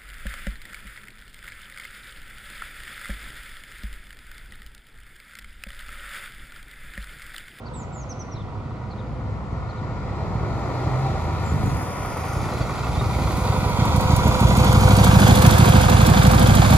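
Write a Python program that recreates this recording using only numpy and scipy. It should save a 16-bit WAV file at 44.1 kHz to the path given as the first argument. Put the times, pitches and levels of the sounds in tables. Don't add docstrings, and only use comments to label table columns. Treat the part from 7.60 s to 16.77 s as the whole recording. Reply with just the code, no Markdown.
import sys
import numpy as np
from scipy import signal
from scipy.fft import rfft, irfft, next_fast_len
from scipy.io import wavfile
from scipy.ndimage import uniform_filter1d

SR = 44100
rng = np.random.default_rng(int(sys.argv[2]) if len(sys.argv) > 2 else 0)


def transcribe(signal):
    frames = np.atleast_2d(signal).T
    limited = np.clip(frames, -1, 1)
    pcm = np.round(limited * 32767).astype(np.int16)
    wavfile.write(sys.argv[1], SR, pcm)


N = 404397
TIME = np.arange(N) / SR
IDLE_RPM = 1500
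CROSS_SHARE = .42

# start_s, speed_rpm
CRANK_SPEED = [(0.0, 1284), (0.2, 1495), (0.99, 1495), (1.55, 2493), (1.81, 2476), (2.06, 1776),
               (2.29, 1694), (3.05, 2900), (3.42, 3200), (3.84, 3277), (4.05, 2847), (4.34, 1945),
               (4.65, 1463), (5.43, 1336), (6.27, 1555), (6.97, 1476), (8.05, 1602), (8.27, 1419),
               (8.76, 1476), (9.17, 1624)]


def crank(share):
    cycles = np.cumsum(curve(CRANK_SPEED)[0]) / (120 * SR)
    number = np.arange(1, int(cycles[-1]) + 2)
    return np.interp(number + share, cycles, TIME, right=N / SR + 1), number


# start_s, bearing (-1 left to 1 right), distance_m
RIDE = [(0, 0.52, 26.7), (1.3, 0.092, 22.6), (1.7, -0.59, 16.6), (2.4, -0.39, 11.8), (3.4, -0.38, 6.7),
        (4.2, -0.4, 7.3), (5.1, 0.082, 6.3), (5.8, 0.19, 4), (6.3, 0.4, 2.46), (7, 0.59, 1.5),
        (7.7, 0.84, 0.93), (8.4, 0.91, 1.17)]


def distance(at=TIME):
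    return np.maximum(curve(RIDE, at)[1], .5)


# start_s, even_over_odd_db
LOPING = [(0, 0), (5.8, 0.5), (6.1, 2), (6.8, 6), (7.1, 1.5), (8, -3.5), (9.17, -1)]
# start_s, extra_db
ODD_FIRINGS = [(.419, 3), (.747, 10), (.822, 8), (.982, 3), (1.931, 10), (1.979, 8), (3.275, 6),
               (3.925, 6.5), (3.963, 3.5), (4.04, 6), (4.08, 6), (4.132, 6.5), (4.771, 4), (5.012, 5),
               (5.296, 4), (5.38, 4.5), (5.469, 3.5), (5.659, 3), (5.741, 1.5), (5.824, 3), (5.903, 4),
               (6.145, -3), (6.225, 3), (6.382, 4), (6.537, 4), (6.61, -1), (6.775, -10), (8.11, -0.5),
               (8.27, -1)]
# pitch_hz, level_db (relative)
LEAD_SILENCER = [(20, -58), (40, -21.5), (62, 10), (77, -0.5), (90, 3), (125, 5.5), (155, 1), (200, -1),
                 (235, 0.5), (290, -17), (400, -35.5), (900, -47.5), (9000, -101)]
MAIN_SILENCER = [(20, -26.5), (40, -10.5), (62, 2), (77, -2), (97, 3), (125, 1), (165, -4), (220, -34),
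                 (300, -15.5), (420, -41.5), (900, -78.5), (9000, -100)]
# pitch_hz, level_db (relative)
CRACK_COLOUR = [(40, -33), (130, 4), (300, -1), (450, -7.5), (900, -26), (4000, -66)]
STUMBLE_S, SETTLED_S = .002, 5.3
PIPE_DELAY_S = .006


def exhaust(lead_db=-2.5, lead_early_s=0.00474, jitter_s=0.0013, bounce=0.27, bounce_s=0.01082,
            ring_db=-2.0, ring_reach_m=4, ring_hz=245, ring_sag_hz_per_s=3200, ring_s=0.01,
            ring_share=0.312, crack_db=-3):
    main, number = crank(0)
    lead = crank(-CROSS_SHARE)[0]
    main_luck, lead_luck, lead_jitter, ring_jitter, scatter = rng.standard_normal((len(main), 5)).T
    lope_db = curve(LOPING, main)[0] * (-1.) ** number / 2
    uneven_db = np.clip(curve(CRANK_SPEED, main)[0] / 600 - 1.7, .8, 3)
    hard_db = sum(db * (abs(main - s) == abs(main - s).min()) for s, db in ODD_FIRINGS)
    stumble = STUMBLE_S * scatter * (main < SETTLED_S)
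    for s in [s for s, db in ODD_FIRINGS if db > 0]:
        nearest = np.argmin(abs(main - s))
        stumble[nearest] = s - PIPE_DELAY_S - main[nearest]
    main = main + stumble
    lead = lead + stumble - lead_early_s + jitter_s * lead_jitter

    force = amp(lead_db + 0.95 * lope_db + uneven_db * lead_luck + np.minimum(hard_db, 0))
    lead_clicks = clicks(lead, force) + clicks(lead + bounce_s, force * bounce)
    burble = chamber(colour(lead_clicks, LEAD_SILENCER), 150, 1.2)
    main_clicks = clicks(main - .003, amp(lope_db + uneven_db * main_luck + hard_db))
    thump = chamber(colour(main_clicks, MAIN_SILENCER), 120, .5)

    t = TIME[:SR // 10]
    header = t * np.exp(-t / ring_s) * np.sin(2 * np.pi * (ring_hz - ring_sag_hz_per_s * t / 2) * t)
    ring_clicks = clicks(crank(-ring_share)[0] + jitter_s * ring_jitter, force)
    ring = signal.oaconvolve(ring_clicks, header / np.linalg.norm(header))[:N]
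    near_ring = amp(ring_db) * np.exp(-distance() / ring_reach_m) * ring

    revving = np.clip(curve(CRANK_SPEED, main)[0] / IDLE_RPM - 1, 0, 1)
    crack = colour(clicks(main, (amp(hard_db) - 1) * revving), CRACK_COLOUR)
    return steady(burble + thump + near_ring + amp(crack_db) * crack)


def chamber(x, hz, quality):
    return x - 2 * signal.lfilter(*signal.iirpeak(hz, quality, fs=SR), x)


# middle_s, half_length_s, multiple (of the cycle rate), gain (on the thumps)
PIPE_BOOMS = [(1.71, 0.1, 5, 1.3), (3.367, 0.2, 5, 1.52), (4.02, 0.17, 3, 0.4)]


def boom(waver=0.19):
    knots = np.arange(0, 10, .025)
    stumble, swell = (np.interp(TIME, knots, row) for row in rng.standard_normal((2, 400)))
    angle = 2 * np.pi * np.cumsum(curve(CRANK_SPEED)[0]) / (120 * SR) + .07 * stumble
    note = 0
    for s, half, multiple, gain in PIPE_BOOMS:
        note = note + gain * np.exp(-((TIME - s) / half) ** 2) * np.sin(round(multiple) * angle)
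    return (1 + waver * swell) * np.sqrt(2) * note


# (per Hz, relative)
RUMBLE_COLOUR = [(20, -43), (45, -5), (70, 2.5), (105, 3.5), (160, -7), (225, -3.5), (330, -16), (600, -43),
                 (4000, -90)]


def rumble(level_db=-5, db_per_doubling=7, far_m=20):
    left, right, both = (steady(colour(rng.standard_normal(N), RUMBLE_COLOUR), size=SR) for _ in range(3))
    gain = amp(level_db + db_per_doubling * np.log2(distance() / far_m))
    return gain * (both + 0.23 * np.array([left, right]))


# (per Hz, relative)
AIR_BOX = [(150, -29.5), (270, -4), (350, 0), (480, -4.5), (700, -3.5), (950, -7.5), (1400, -17),
           (4000, -56)]


def intake():
    gulps = 1.5 + knocks(early=.5, uneven_db=2, decay_s=.012)
    return colour(gulps * rng.standard_normal(N), AIR_BOX)


def throttle(full_rpm_per_s=1200, lag_s=0.15):
    climb = np.gradient(curve(CRANK_SPEED, TIME - lag_s)[0]) * SR
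    return uniform_filter1d(np.clip(climb / full_rpm_per_s, 0, 1) ** 2, size=12000)


def knocks(early, uneven_db, decay_s):
    s = np.concatenate([crank(-early)[0], crank(-early - CROSS_SHARE)[0]])
    strength = amp(uneven_db * np.clip(rng.standard_normal(len(s)), -2, 2))
    blows = fade(clicks(s, strength), decay_s)
    return blows / np.sqrt(np.mean(blows ** 2))


# (per Hz, relative)
CASE_COLOUR = [(120, -13), (260, 2.5), (380, 2.5), (560, 1.5), (760, -1), (860, -1), (980, -2), (1100, 3.5),
               (1400, 2), (1650, -12.5), (1900, -5.5), (2200, -9.5), (4000, -55.5)]
# pitch_hz, width_hz, level_db (over the body)
CASE_RINGS = [(756, 123, 6.2), (922, 26, 1.7)]
# pitch_hz, width_hz
COVER_RINGS = [(972, 46), (1530, 530)]
# start_s, large_db, small_db (both against the clatter)
COVER_FACING = [(0, -7.5, -20), (2.5, -8.5, -27), (3.5, -8, -22), (4.4, -7, -14), (5, -16, -17),
                (5.7, -5, -45), (6.4, -2.5, -42), (7, -4.5, -25), (7.5, -9, -7.5), (9.17, -19.5, -9.5)]


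def crankcase(whirr=1.86):
    blows = knocks(early=.28, uneven_db=3, decay_s=.014)
    shake, flex = (whirr + blows) * rng.standard_normal((2, N))
    sound = steady(colour(shake, CASE_COLOUR, CASE_RINGS))
    for (hz, width), db in zip(COVER_RINGS, curve(COVER_FACING)):
        b, a = signal.iirpeak(hz, hz / (2 * width), fs=SR)
        cover = signal.lfilter(b, a, signal.lfilter(b, a, flex))
        sound = sound + amp(db) * steady(cover, size=6000)
    return sound


# (per Hz, relative)
HEAD_COLOUR = [(900, -14), (1700, -4), (2100, 11.5), (2450, 12.5), (2900, 1.5), (3550, 5), (4100, 7.5),
               (4900, 3.5), (5600, -2.5), (7200, -4), (8200, -12), (10000, -71)]
STEEL_COLOUR = [(1200, -29.5), (2300, -12.5), (3500, -2.5), (5000, -7), (7000, 4.5), (10000, -65)]
# pitch_hz, width_hz, level_db (over the body)
STEEL_RINGS = [(2450, 60, 15), (2828, 60, 15), (3250, 250, 9), (3580, 380, 11), (4726, 160, 14)]


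def valve_gear(rattle_db=1, reach_m=5):
    opening = knocks(early=.33, uneven_db=1.5, decay_s=.02)
    shutting = knocks(early=.16, uneven_db=3, decay_s=.006)
    beat = uniform_filter1d(.2 + opening + .25 * shutting, size=130)
    rub = steady(colour(beat * rng.standard_normal(N), HEAD_COLOUR))
    links = rng.standard_normal(N) * (rng.random(N) < 1500 / SR)
    slack = uniform_filter1d(.05 + knocks(early=.33, uneven_db=2, decay_s=.018), size=200)
    rattle = steady(colour(slack * links, STEEL_COLOUR, STEEL_RINGS))
    return rub + amp(rattle_db) * np.exp(-distance() / reach_m) * rattle


# start_s, level_db (before the common clack level)
LOUD_CLACKS = [(4.23, -43), (6.2522, -33), (6.3614, -32), (6.4078, -32), (6.563, -24), (6.806, -30),
               (6.9695, -24.5), (7.0439, -28), (7.1267, -25), (7.2883, -26), (7.366, -22.5), (7.442, -19),
               (7.6006, -26), (7.677, -24), (7.7548, -21), (7.8201, -20), (7.863, -19), (7.9079, -20),
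               (7.9823, -21), (8.2118, -25), (8.297, -22.5), (8.4642, -23), (8.6328, -23.5), (8.667, -21.5),
               (8.7148, -23), (8.7944, -23), (8.8715, -25), (8.9516, -21), (9.1047, -24)]
# (per Hz, relative)
CLACK_COLOUR = [(1500, -27), (3500, 7), (5600, 5), (7300, 2), (8100, 13.5), (9000, 7.5), (10500, 2.5),
                (13500, 4.5), (15600, -3)]
CLACK_CHANCE, LIGHT_CLACK_DB = .2, -24


def clacks(level_db=2.5, lag_s=.000293):
    s, db = np.transpose(LOUD_CLACKS)
    firings = np.concatenate([crank(-.16)[0], crank(-.16 - CROSS_SHARE)[0]])
    chosen = rng.random(len(firings)) < CLACK_CHANCE
    light = chosen * amp(LIGHT_CLACK_DB) / distance(firings) ** 2
    blows = amp(level_db) * (clicks(s, amp(db)) + clicks(firings, light))
    swell = uniform_filter1d(fade(blows, .006), size=260)
    rattle = colour(swell * rng.standard_normal(N), CLACK_COLOUR)
    return np.array([np.roll(rattle, round(lag_s * SR)), rattle])


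# (per Hz, relative)
SIZZLE_COLOUR = [(3000, -8), (4800, 12.5), (6400, 11.5), (8200, 15.5), (9300, 17), (10200, 15), (12500, 10),
                 (14000, 14), (15600, -17)]
TICK_COLOUR = [(1500, -6), (3500, 6), (5600, -6), (6220, 11), (6700, -9), (7300, -4), (7700, -1),
               (8060, 12), (8800, 7), (10500, 7), (13000, 8), (15600, -11)]
# pitch_hz, width_hz, level_db (over the body)
TICK_RINGS = [(6220, 60, 13), (7240, 50, 0), (8700, 73, 15), (10000, 70, 13), (13140, 80, 15)]


def sizzle(tick_db=-4):
    blows = knocks(early=.16, uneven_db=3, decay_s=.008)
    ticks = uniform_filter1d(blows, size=120) * rng.standard_normal(N)
    hiss = colour(rng.standard_normal(N), SIZZLE_COLOUR)
    return hiss + amp(tick_db) * colour(ticks, TICK_COLOUR, TICK_RINGS)


def through_air(x, reach_m=8, dull_hz=8000):
    clear = np.exp(-distance() / reach_m)
    return clear * x + (1 - clear) * signal.filtfilt(*signal.butter(2, dull_hz, fs=SR), x)


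# start_s, level_db (before the echo split)
WHINE_LEVEL = [(5.2, -54), (5.8, -41), (6.76, -32.5), (7.55, -29.5), (8.1, -27.5), (9.17, -33)]
WHINE_HZ = 510.8
WHINE_BEAT_HZ, WHINE_TWIN = 7.7, .45


def whine(waver_hz=3, flutter=0.26, upper_db=-15):
    knots = np.arange(0, 10, .05)
    drift, swell = (np.interp(TIME, knots, row) for row in rng.standard_normal((2, 200)))
    angle = np.pi * np.cumsum(WHINE_HZ + waver_hz * drift) / SR
    tone = np.sin(2 * angle) + amp(upper_db) * np.sin(3 * angle)
    twin = WHINE_TWIN * np.sin(2 * angle - 2 * np.pi * WHINE_BEAT_HZ * TIME)
    return amp(curve(WHINE_LEVEL)[0]) * (1 + flutter * swell) * np.sqrt(2) * (tone + twin)


# start_s, level_db (before the echo split)
HOWL_LEVEL = [(2.5, -60), (2.9, -45), (3.2, -41), (3.55, -35), (3.7, -47), (4.1, -66), (4.4, -85)]


def howl(width_hz=22, order=29):
    angle = 2 * np.pi * order * np.cumsum(curve(CRANK_SPEED)[0]) / (120 * SR)
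    slow = signal.butter(2, width_hz, fs=SR, output="sos")
    a, b = signal.sosfilt(slow, rng.standard_normal((2, N)))
    return amp(curve(HOWL_LEVEL)[0]) * steady(a * np.cos(angle) + b * np.sin(angle))


# start_s, length_s, pitch_hz, level_db (before the echo split)
METAL_SQUEAKS = [(5.012, .025, 4600, -41), (5.237, .016, 2700, -38), (5.343, .018, 3600, -41),
                 (5.39, .022, 3780, -36), (7.862, .008, 6220, -24)]


def squeaks(fall=0.04, rough=0.24):
    return sum(bird_note(*row, fall, rough) for row in METAL_SQUEAKS)


def loudness(near_db, distance_db, revs_db, hidden_db):
    corner_s, corner_length_s = 1.74, 1.52
    hidden = np.clip(1 - (TIME - corner_s) / corner_length_s, 0, 1)
    revs = np.log2(curve(CRANK_SPEED)[0] / IDLE_RPM)
    return amp(near_db - distance_db * np.log2(distance()) + revs_db * revs - hidden_db * hidden)


def split(x, echo_db):
    near_db, db_per_doubling = -7.5, 1.7
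    wet = amp(near_db + db_per_doubling * np.log2(distance()) + echo_db)
    return np.array([x, wet * x]) / np.sqrt(1 + wet ** 2)


# pitch_hz, left_minus_right_db
BODY_SHADE = [(60, -2), (200, 0.5), (380, -2), (520, -4), (750, -10.5), (1000, -9), (1300, -1.5),
              (1650, -4), (2400, 1), (4400, -1), (8000, -12.5), (9000, 1.5)]
ECHO_SHIFT_S = 1.728


def ports(x, sent):
    hz, t, z = signal.stft(x, SR, nperseg=1024)
    bearing, hz = curve(RIDE, t)[0], hz[:, None]
    lag_s, treble_lag_s = .00025, .000293
    lag = np.where(hz > 7800, treble_lag_s, lag_s * bearing)
    lag = lag * (1 + 2.8 * bearing ** 4 * np.exp(-((hz - 430) / 260) ** 2))
    half = amp(read(BODY_SHADE, hz) * bearing / 2) * np.exp(-1j * np.pi * hz * lag)
    direct = signal.istft(np.array([z * half, z / half]), nperseg=1024)[1][:, :N]
    shift = 2 * np.pi * TIME / ECHO_SHIFT_S
    echo = 0
    for share in (np.cos(shift), np.sin(shift)):
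        echo = echo + signal.oaconvolve((sent * share)[None], yard(), axes=1)[:, :N]
    return direct + echo


# pitch_hz, decay_s (to -60 dB)
YARD_DECAY = [(60, 0.9), (300, 0.95), (1500, 0.3), (5000, 0.43), (14000, 1)]


def yard():
    size = (2, SR // 2)
    taps = rng.standard_normal(size) * (rng.random(size) < .05) * (TIME[:SR // 2] > .012)
    hz, t, z = signal.stft(taps, SR, nperseg=256)
    alike = np.clip(0.8 * np.exp(-hz / 900), 0, 1)[:, None]
    z = np.array([z[0], alike * z[0] + np.sqrt(1 - alike ** 2) * z[1]])
    tail = signal.istft(z * amp(-60 * t / read(YARD_DECAY, hz)[:, None]), nperseg=256)[1]
    return tail / np.linalg.norm(tail[0])


# start_s, depth (0-1)
HOLLOW_DEPTH = [(4.1, 0), (4.2, 1), (4.75, 0.85), (4.9, 0)]
# pitch_hz, width_hz, dip_db
TREBLE_DIPS = [(4060, 440, 10), (7800, 650, 6.6)]


def hollowed(x):
    hz, t, z = signal.stft(x, SR, nperseg=512)
    dips = sum(db * np.exp(-((hz - f) / width) ** 2) for f, width, db in TREBLE_DIPS)
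    gain = amp(-dips[:, None] * curve(HOLLOW_DEPTH, t)[0])
    return signal.istft(z * gain, nperseg=512)[1][..., :N]


# start_s, length_s, pitch_hz (at the start), level_db, fall (share of pitch lost)
BIRD_WHISTLES = [(0.133, 0.11, 8200, -45.5, 0.37), (0.325, 0.12, 7640, -45.5, 0.4),
                 (0.491, 0.04, 6430, -38.5, 0.29), (0.592, 0.036, 6270, -39.5, 0.21),
                 (0.712, 0.036, 5970, -46, 0.18), (3.84, 0.093, 7350, -46, 0.082),
                 (4.032, 0.11, 7000, -51, 0.17)]
# start_s, pitch_hz (before fall and arch), level_db
BIRD_CHIRPS = [(.053, 5100, -49), (.132, 4200, -54), (.748, 4500, -49), (.79, 4000, -51),
               (1.302, 4830, -50), (1.378, 4200, -52.5), (2.085, 4950, -50.5), (2.165, 4450, -55)]
WHISTLE_ROUGH = 0.16
CHIRP_S, CHIRP_FALL, CHIRP_ROUGH, CHIRP_ARCH = .038, 0.42, 0.5, .3


def birds(echo_db=-9):
    song = sum(bird_note(*row, WHISTLE_ROUGH) for row in BIRD_WHISTLES)
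    for s, hz, db in BIRD_CHIRPS:
        song = song + bird_note(s, CHIRP_S, hz, db, CHIRP_FALL, CHIRP_ROUGH, CHIRP_ARCH)
    tail = rng.standard_normal((2, SR // 2)) * np.exp(-TIME[:SR // 2] / 0.062)
    echo = signal.fftconvolve(song[None], tail / np.linalg.norm(tail[0]), axes=1)[:, :N]
    return song + amp(echo_db) * echo


def bird_note(s, length, start_hz, db, fall, rough, arch=0):
    u = np.linspace(0, 1, int(length * SR))
    hz = start_hz * (1 - fall * (u + u ** 12) / 2 - arch * (1 - u) ** 6)
    hz = hz * (1 + .5 * rough * uniform_filter1d(rng.standard_normal(len(u)), size=40))
    note = amp(db) * np.sqrt(abs(np.sin(np.pi * u))) * np.sin(2 * np.pi * np.cumsum(hz) / SR)
    return np.pad(note, (int(s * SR), N))[:N]


# (per Hz, relative)
AIR_COLOUR = [(20, -12), (70, -17), (200, -18.5), (500, -8.5), (1000, -30.5), (2000, -26.5), (4500, -35),
              (8000, -48), (11000, -55), (16000, -87)]


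def air(level_db=-47):
    left, right, both = (colour(rng.standard_normal(N), AIR_COLOUR) for _ in range(3))
    return amp(level_db) * (np.array([left, right]) + both) / np.sqrt(2)


def amp(db):
    return 10 ** (np.asarray(db) / 20)


def curve(table, at=TIME):
    s, *columns = np.transpose(table)
    return [np.interp(at, s, c) for c in columns]


def read(points, hz):
    f, value = np.transpose(points)
    return np.interp(np.log(hz + 1), np.log(f), value)


def steady(x, size=14400):
    power = np.atleast_2d(x ** 2).mean(0)
    smooth = uniform_filter1d(uniform_filter1d(power, size), size // 2)
    return x / np.sqrt(abs(smooth) + 1e-14)


def colour(x, points, modes=(), size=16384):
    hz = abs(np.fft.fftfreq(size, 1 / SR))
    gain = amp(read(points, hz))
    for f, width, db in modes:
        gain = gain * np.sqrt(1 + amp(db) ** 2 / (1 + (2 * (hz - f) / width) ** 2))
    minimum_phase = np.exp(np.conj(signal.hilbert(np.log(gain))))
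    ring = np.fft.ifft(minimum_phase).real[:size // 2]
    return signal.oaconvolve(x, ring / np.linalg.norm(ring))[:N]


def clicks(s, gain):
    return np.bincount(np.clip(s * SR, 0, N).astype(int), gain * (s > 0), N + 1)[:N]


def fade(x, seconds):
    return signal.lfilter([1], [1, -np.exp(-1 / (seconds * SR))], x)


# start_s, level_db (relative)
BURN_LEVEL = [(0, 0), (.6, -0.5), (1, 2.5), (1.2, -0.5), (2.2, -1), (2.55, -3), (2.76, -1), (3.1, -6.5),
              (3.4, -3.5), (3.75, -7), (4.08, 0.5), (4.26, -8.5), (4.65, -6), (4.8, -1), (5.15, -4),
              (5.4, 0.5), (6.1, -3), (6.5, -2), (7.3, -1.1), (7.9, -2.5), (8.6, -1.5)]
# start_s, level_db (relative)
SLOWING_HISS = [(3.72, -22), (3.9, -15.5), (4.25, -3.5), (4.7, 2.5), (5.05, -3), (5.8, -3), (6.25, -10.5)]


def scene():
    pipe = loudness(near_db=-10.0, distance_db=5.0, revs_db=4.5, hidden_db=1.0) * amp(curve(BURN_LEVEL)[0])
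    case = loudness(near_db=-20.5, distance_db=3.5, revs_db=-0.5, hidden_db=3.5)
    roar = loudness(near_db=-18.0, distance_db=4.5, revs_db=1.5, hidden_db=13) * throttle()
    head = loudness(near_db=-26.0, distance_db=5.0, revs_db=-2.0, hidden_db=9.0)
    fine = loudness(near_db=-22.5, distance_db=7.5, revs_db=10.0, hidden_db=0) * amp(curve(SLOWING_HISS)[0])
    thumps = steady(ports(*split(exhaust(), echo_db=0.5)) + boom() + rumble())
    clatter = split(case * steady(crankcase()), echo_db=0.5)
    clatter = clatter + split(roar * steady(intake()), echo_db=-1)
    clatter = clatter + split(head * steady(valve_gear()), echo_db=9.0)
    clatter = clatter + split(fine * through_air(steady(sizzle())), echo_db=-42.0)
    clatter = clatter + split(whine() + howl() + squeaks(), echo_db=-13)
    return pipe * thumps + hollowed(ports(*clatter)) + clacks() + birds() + air()


# pitch_hz, left_lead_rad
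PORT_LEAD = [(1400, 0), (1650, 3.14), (1890, 5.6), (2400, 5.6), (2950, 5.2), (3500, 6.1), (4500, 6.28)]
# pitch_hz, left_minus_right_db
PORT_LEVEL = [(1300, -1), (1500, 6.5), (1750, 1.5), (2800, -1.5), (5000, -1), (6500, -0.5), (8000, -0.5)]


def microphones(x):
    size = next_fast_len(N + 4096)
    hz = np.fft.rfftfreq(size, 1 / SR)
    half = amp(read(PORT_LEVEL, hz) / 2) * np.exp(.5j * read(PORT_LEAD, hz))
    return irfft(rfft(x, size) * np.array([half, 1 / half]), size)[:, :N]


def record(dry):
    heard = microphones(dry)
    knee, edge_hz = .68, 15800
    over = np.maximum(abs(heard) - knee, 0)
    soft = np.clip(heard, -knee, knee) + np.sign(heard) * .3 * np.tanh(over / .3)
    lowpass = signal.firwin(511, edge_hz, window=("kaiser", 9), fs=SR)
    return signal.oaconvolve(soft, lowpass[None], "same")


dry = scene()
out = record(dry)
transcribe(out)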